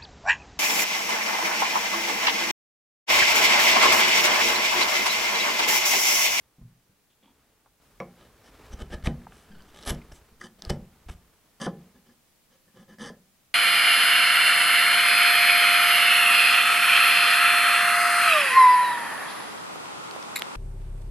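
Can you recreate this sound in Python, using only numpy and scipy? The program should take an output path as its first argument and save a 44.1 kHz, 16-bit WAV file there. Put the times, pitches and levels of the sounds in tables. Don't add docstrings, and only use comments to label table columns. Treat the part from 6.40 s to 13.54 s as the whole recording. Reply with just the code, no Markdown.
import sys
import numpy as np
from scipy import signal
from scipy.fft import rfft, irfft, next_fast_len
from scipy.io import wavfile
from scipy.ndimage import uniform_filter1d

SR = 44100
rng = np.random.default_rng(int(sys.argv[2]) if len(sys.argv) > 2 else 0)


def to_wav(sig):
    pcm = np.clip(np.atleast_2d(sig), -1, 1) * 32767
    pcm = np.round(pcm).astype(np.int16)
    wavfile.write(sys.argv[1], SR, pcm.T)


N = 314874
TIME = np.arange(N) / SR
GRID = np.fft.rfftfreq(8192, 1 / SR) + 1

# [stop_s, length_s, level_db, tilt_db_per_octave, spikiness_db, blade_ring_hz, knock_db, contact_cutoff_hz]
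UPRIGHT_PUSHES = [(2.341, .028, -47.5, -.8, -1, 5900, -45.5, 450),
                  (2.424, 0.051, -43.5, -1.4, -4.5, 1370, -39, 503),
                  (2.548, .047, -36.5, -2.2, 3, 1700, -38, 480),
                  (2.674, .036, -34, -0.2, 5, 1930, -21, 570),
                  (3.509, .058, -29.5, 0.5, 6, 10800, -25, 460),
                  (3.727, .012, -44, -1.5, 9, 5400, -58.5, 336), (4.307, .015, -27, -1, -5, 5040, -23, 473),
                  (4.701, 0.02, -42, -1.3, 10, 2430, -41.5, 280)]
# [stop_s, length_s, level_db, tilt_db_per_octave, spikiness_db, blade_ring_hz]
FLAT_PARES = [(3.225, .17, -50.5, -6, 5.8, 1550), (3.308, .03, -59, 1.5, 5.5, 3200),
              (3.973, .075, -51, -7.5, 3.6, 246), (4.072, 0.073, -45, 0.1, 8.7, 7300),
              (5.266, .066, -32.5, .2, 4.6, 240), (5.58, 0.035, -57, -2.5, 4, 259),
              (5.73, 0.084, -57, -2, 5.4, 250), (6.16, 0.061, -61.5, -0.5, 3.8, 540),
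              (6.302, 0.035, -60, -3, 5.4, 1750), (6.44, 0.097, -49.5, -2, 5.8, 225),
              (6.548, .068, -50, -1.85, 4, 1770), (6.699, .114, -38, -.3, 4.8, 1850)]
# [mode_hz, width_hz, relative_db]
UPRIGHT_MODES = [(211, 120, 5.5), (378, 100, 2.5), (566, 305, 1.5), (808, 240, -0.5), (1232, 183, 0.5),
                 (1713, 380, -2.5), (2210, 540, -10), (2600, 1100, -28), (3250, 1400, -7),
                 (3800, 1600, -13), (2120, 140, -8.5), (3020, 77, 3), (5180, 1500, -12), (6020, 1050, -12),
                 (7980, 2030, -12.5), (11000, 2300, -13), (14200, 3500, -21.5)]


def amp(db):
    return 10 ** (np.asarray(db) / 20)


def unit(x):
    return x / np.sqrt(np.mean(x ** 2) + 1e-20)


def along(points, hz):
    point_hz, values = np.transpose(points)
    return np.interp(np.log(hz + 1), np.log(point_hz + 1), values)


def bump(hz, octaves):
    return np.exp(-.5 * (np.log2(GRID / hz) / octaves) ** 2)


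def coloured(x, gain):
    cepstrum = irfft(np.log(np.maximum(gain / gain.max(), 1e-5)))
    half = len(cepstrum) // 2
    cepstrum[1:half] *= 2
    cepstrum[half + 1:] = 0
    kernel = irfft(np.exp(rfft(cepstrum)))[:half]
    return signal.fftconvolve(x, kernel / np.linalg.norm(kernel))


def add(track, s, x):
    part = track[max(round(s * SR), 0):][:len(x)]
    part += x[:len(part)]


def burst(db, colour, t60):
    t = np.arange(SR // 4) / SR
    return coloured(rng.standard_normal(len(t)) * amp(db - 60 * t / t60), colour)


def crackle(size, spiky_db, rate, snap_s):
    lead = SR // 50
    strength = amp(spiky_db * np.clip(rng.standard_normal(size + lead), -2, 2))
    snaps = (rng.random(size + lead) < rate / SR) * strength
    power = signal.lfilter([1], [1, -np.exp(-1 / (snap_s * SR))], snaps ** 2)[lead:]
    return unit(np.sqrt(power) * rng.standard_normal(size))


def strokes(table, modes, bite_db, rise_share, fade_db, ring_db, fibre_rate):
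    out = np.zeros(N)
    mode_gains = [amp(db) / (1 + (2 * (GRID - hz) / width) ** 2) for hz, width, db in modes]
    body = np.sqrt(sum(gain ** 2 for gain in mode_gains))
    for stop, length, db, tilt, spiky_db, ring_hz, *_ in table:
        progress = np.linspace(0, 1, int(length * SR))
        force = amp(db + np.interp(progress, [0, rise_share, 1], [-bite_db, 0, -fade_db]))
        colour = body * amp(tilt * np.log2(GRID) + ring_db * bump(ring_hz, octaves=0.12))
        fibres = crackle(len(force), spiky_db, fibre_rate, snap_s=0.00078)
        add(out, stop - length, coloured(force * fibres, colour))
    return out


def pushes():
    return strokes(UPRIGHT_PUSHES, UPRIGHT_MODES, bite_db=14, rise_share=0.61, fade_db=-0.5,
                   ring_db=9.5, fibre_rate=2500)


def pares():
    # [mode_hz, width_hz, relative_db]
    flat_modes = [(213, 88, 2.5), (376, 48, -5), (523, 98, -3.5), (806, 130, -9.5), (1021, 39, -6),
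                  (1220, 300, -11), (1713, 167, -4.5), (2020, 520, -18.5), (3040, 210, -10.5),
                  (3224, 42, -7), (3490, 270, -14.5), (3900, 280, -21), (4760, 460, -16),
                  (5440, 540, -18.5), (6130, 630, -17.5), (8100, 3400, -29.5), (9200, 3200, -25)]
    return strokes(FLAT_PARES, flat_modes, bite_db=12, rise_share=.28, fade_db=4.5,
                   ring_db=5.5, fibre_rate=3000)


def slides():
    # [stop_s, length_s, level_db, tilt_db_per_octave, spikiness_db, blade_ring_hz]
    wall_slides = [(1.875, 0.11, -55.5, -2, -2, 3900), (2.097, 0.062, -55, -0.5, 3, 5370),
                   (3.05, .16, -59.5, 1, 7, 9200), (3.45, .125, -50, 0, 13, 3700),
                   (3.79, 0.072, -58, 6.5, -2, 6960), (4.207, 0.023, -55.5, -1.5, 4, 4600),
                   (4.29, 0.063, -46.5, -2.5, -2, 4630), (4.742, 0.052, -55, 2, -5, 13000)]
    return strokes(wall_slides, UPRIGHT_MODES, bite_db=8, rise_share=0.42, fade_db=4.5,
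                   ring_db=6, fibre_rate=3000)


def file_rubs():
    # [stop_s, length_s, level_db, tilt_db_per_octave, spikiness_db, file_ring_hz]
    rim_rubs = [(.735, 0.032, -67.5, 8, 4.4, 3250), (.92, .094, -60, 0, 6.5, 895)]
    # [mode_hz, width_hz, relative_db]
    file_modes = [(269, 72, 8), (910, 410, -4.5), (2600, 2100, -13), (3340, 610, -7.5)]
    return strokes(rim_rubs, file_modes, bite_db=6, rise_share=0.13, fade_db=8.5,
                   ring_db=1.5, fibre_rate=1500)


def squeak(jitter, overtone_db, stutter_db):
    start_s, length_s, pitch_hz, level_db = 3.09, 0.16, 1554, -59
    out, size = np.zeros(N), int(length_s * SR)
    waver = unit(uniform_filter1d(rng.standard_normal(size), size=100))
    phase = 2 * np.pi * np.cumsum(pitch_hz * (1 + jitter * waver)) / SR
    tone = unit(sum(amp(overtone_db * k) * np.sin((k + 1) * phase) for k in np.arange(3)))
    grip = amp(stutter_db * unit(uniform_filter1d(rng.standard_normal(size), size=500)))
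    add(out, start_s, amp(level_db) * np.hanning(size) ** .5 * unit(grip * tone))
    return out


def damped(x, edge_hz):
    return signal.sosfilt(signal.butter(4, edge_hz, fs=SR, output="sos"), x)


def contacts():
    # [start_s, level_db, contact_cutoff_hz, blade_ring_db]
    bumps = [(.184, -42, 175, -55), (.212, -30.5, 74.4, -65), (.494, -49, 81.5, -63), (.828, -59, 497, -11),
             (1.602, -28.5, 1050, 1.5)]
    cut_blade_db = -33
    pushed = [(stop, knock_db, contact_hz, cut_blade_db)
              for stop, *_, knock_db, contact_hz in UPRIGHT_PUSHES]
    hard_db, hard_knock_db, knock_growth, pare_contact_hz = -33, -23, 2.97, 620
    pared = [(stop, hard_knock_db + knock_growth * (db - hard_db), pare_contact_hz, cut_blade_db)
             for stop, _, db, *_ in FLAT_PARES]
    return bumps + pushed + pared


def ring(modes, t, scatter_db):
    hz, db, t60 = np.transpose(modes)[:, :, None]
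    sign = rng.choice([-1, 1], hz.shape)
    level = amp(db + scatter_db * rng.standard_normal(hz.shape) - 60 * t / t60)
    return np.sum(sign * level * np.sin(2 * np.pi * hz * t), axis=0)


def knocks():
    # [mode_hz, relative_db, t60_s]
    block_modes = [(146.6, 2.5, 0.24), (176.7, 0, 0.31), (196.2, 2, 0.17), (237.1, -0.5, 0.28),
                   (346.7, -3, 0.12), (383, -6, 0.12), (456, -8.5, 0.136), (532, -2, 0.14), (702, -1, 0.1),
                   (804, -7.5, 0.23), (994, -21, 0.14), (1030, -2, 0.13), (1275, -28, .12),
                   (1730, -56, 0.14)]
    # [mode_hz, relative_db, t60_s]
    blade_modes = [(2183, 8, 0.017), (2300, -8, 0.16), (5540, -7.5, 0.016)]
    clack_contact_hz = 814
    out, t = np.zeros(N), np.arange(SR // 2) / SR
    for s, db, contact_hz, blade_db in contacts():
        bass_hz = 0.19 * contact_hz
        struck = []
        for hz, level, t60 in block_modes:
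            loss_db = 10 * np.log10(1 + (hz / contact_hz) ** 4 + (bass_hz / hz) ** 4)
            struck.append((hz, level - loss_db, t60))
        wood = ring(struck, t, scatter_db=1.5)
        steel = ring(blade_modes, t, scatter_db=1)
        contact = (1 + (GRID / contact_hz) ** 4 + (bass_hz / GRID) ** 4) ** -.5
        colour = contact * GRID / (GRID + 120)
        thud = coloured(rng.standard_normal(len(t)) * amp(-60 * t / 0.081), colour)[:len(t)]
        add(out, s, amp(db - 9.5) * (wood + amp(-3.5) * thud + amp(blade_db) * steel))
        softness_db = 10 * np.log10(1 + (clack_contact_hz / contact_hz) ** 6)
        add(out, s, burst(db + 1 - softness_db, bump(hz=519, octaves=0.29), t60=0.063))
    return out


def taps():
    # [start_s, level_db, centre_hz, width_octaves, t60_s]
    tool_taps = [(0.211, -42, 129.5, 0.2, 0.25), (1.259, -56.5, 910, 0.58, 0.062),
                 (1.603, -40, 1080, .12, 0.12), (2.626, -47.5, 1600, 1.1, 0.02),
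                 (2.671, -22, 1640, 0.69, 0.018), (2.815, -54, 1490, 0.39, 0.037),
                 (2.868, -33.5, 790, .65, 0.015), (2.922, -44.5, 1180, 0.78, 0.023),
                 (3.615, -39, 2300, 0.15, 0.011), (4.012, -34.5, 1520, 0.31, 0.032),
                 (4.029, -46, 1650, 0.29, 0.019), (4.684, -54, 2440, 0.072, .05),
                 (4.692, -43, 1200, 0.38, 0.044), (5.266, -32, 970, 0.46, 0.073)]
    out = np.zeros(N)
    for s, db, hz, octaves, t60 in tool_taps:
        add(out, s, burst(db, bump(hz, octaves), t60))
    return out


def snaps():
    # [start_s, level_db]
    fibre_snaps = [(3.222, -50), (3.377, -51), (3.427, -39), (3.435, -45), (3.452, -42), (3.476, -26),
                   (3.548, -42), (4.2217, -30.5), (4.2506, -31), (4.298, -24)]
    # [frequency_hz, relative_db_per_hz]
    snap_colour = [(500, -7), (1700, -2), (2600, -13), (3900, 5), (5500, 3), (9000, -10), (15000, -21)]
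    out = np.zeros(N)
    for s, db in fibre_snaps:
        add(out, s, burst(db, amp(along(snap_colour, GRID)), t60=0.0072))
    return out


def bench():
    sway_hz, sway_cycles = 43, 0.26
    lean_lead_s, lean_db, rock_lag_s = 0.0293, -7.5, 0.0031
    out, t = np.zeros(N), np.arange(-SR // 10, SR // 10) / SR
    sway = np.sin(2 * np.pi * sway_hz * t) * np.exp(-(sway_hz * t / sway_cycles) ** 2)
    for stop, *_, knock_db, _ in UPRIGHT_PUSHES:
        db = -6 + 0.49 * knock_db
        add(out, stop - lean_lead_s + t[0], amp(db + lean_db) * sway)
        add(out, stop + rock_lag_s + t[0], amp(db) * sway)
    return out


def rustle(curve, gain_db):
    # [frequency_hz, relative_db_per_hz]
    cloth = [(24, -44), (40, 8), (202, -8), (239, -3.5), (277, -6), (391, -6), (431, -1.5), (512, -8.5),
             (1210, -10), (14000, -34)]
    level_db = np.interp(TIME, *np.transpose(curve), left=-120, right=-120)
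    grains = crackle(N, spiky_db=2.5, rate=1500, snap_s=.003)
    return amp(level_db + gain_db) * coloured(grains, amp(along(cloth, GRID)))[:N]


def sleeve():
    # [time_s, level_db]
    sleeve_curve = [(1.4, -66.5), (1.71, -63), (2.07, -60), (2.23, -52.5), (2.44, -58.5), (3.2, -59.5),
                    (3.58, -55.5), (3.8, -60.5), (4.1, -69.5), (4.39, -63), (5.02, -69), (5.15, -71.5),
                    (5.43, -62.5), (5.85, -83)]
    return rustle(sleeve_curve, gain_db=1.5)


def hands():
    # [time_s, level_db]
    hand_curve = [(0.0, -67), (0.7, -74.5), (0.868, -71), (1.006, -64.5), (1.29, -70), (1.4, -73)]
    return rustle(hand_curve, gain_db=-2)


def room(x, wet_db):
    # [frequency_hz, t60_s]
    decay = [(150, 0.51), (600, 0.33), (3000, 0.18), (12000, 0.14)]
    out, size = np.zeros(N), SR // 2
    for start in range(0, N, size):
        hz, t, z = signal.stft(rng.standard_normal(size), SR, nperseg=256)
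        fading = z * amp(-60 * t / along(decay, hz)[:, None])
        tail = signal.istft(fading, SR, nperseg=256)[1]
        tail *= 1 - np.exp(-np.arange(len(tail)) / SR / 0.0019)
        kernel = unit(tail) / np.sqrt(len(tail))
        add(out, start / SR, signal.fftconvolve(x[start:start + size], kernel))
    return x + amp(wet_db) * out


def floor(air_db, hiss_db, flicker_db, early_db):
    # [frequency_hz, relative_db_per_hz]
    air_colour = [(15, -50.5), (25, -1.5), (75, -5), (119, -1), (297, -6), (410, -10), (648, -10.5),
                  (1080, -14), (1410, -16), (2300, -15.5), (15500, -30)]
    step_s = 1.415
    air = coloured(rng.standard_normal(N), amp(along(air_colour, GRID)))[:N]
    flicker = np.array([coloured(noise, (GRID + 30) ** -.5)[:N] for noise in rng.standard_normal((2, N))])
    electronic = amp(hiss_db) * rng.standard_normal((2, N)) + amp(flicker_db) * flicker
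    return amp(early_db * (TIME < step_s)) * (amp(air_db) * air + electronic)


def scene():
    cutting = pushes() + pares() + slides() + file_rubs()
    cutting += squeak(jitter=0.05, overtone_db=-4.5, stutter_db=6)
    cuts = room(damped(cutting, edge_hz=10660), wet_db=-10)
    blows = room(knocks(), wet_db=-10.5)
    blows += room(taps() + snaps(), wet_db=-20.5)
    blows += room(bench(), wet_db=-14)
    arm = sleeve() + hands()
    return cuts + blows + arm + floor(air_db=-70.5, hiss_db=-66.0, flicker_db=-72, early_db=-3.5)


def record(dry):
    top_hz = 15830
    size = next_fast_len(N + SR // 2)
    kept = np.fft.rfftfreq(size, 1 / SR) < top_hz
    return irfft(rfft(dry, size) * kept, size)[:, :N]


dry = scene()
out = record(dry)
to_wav(out)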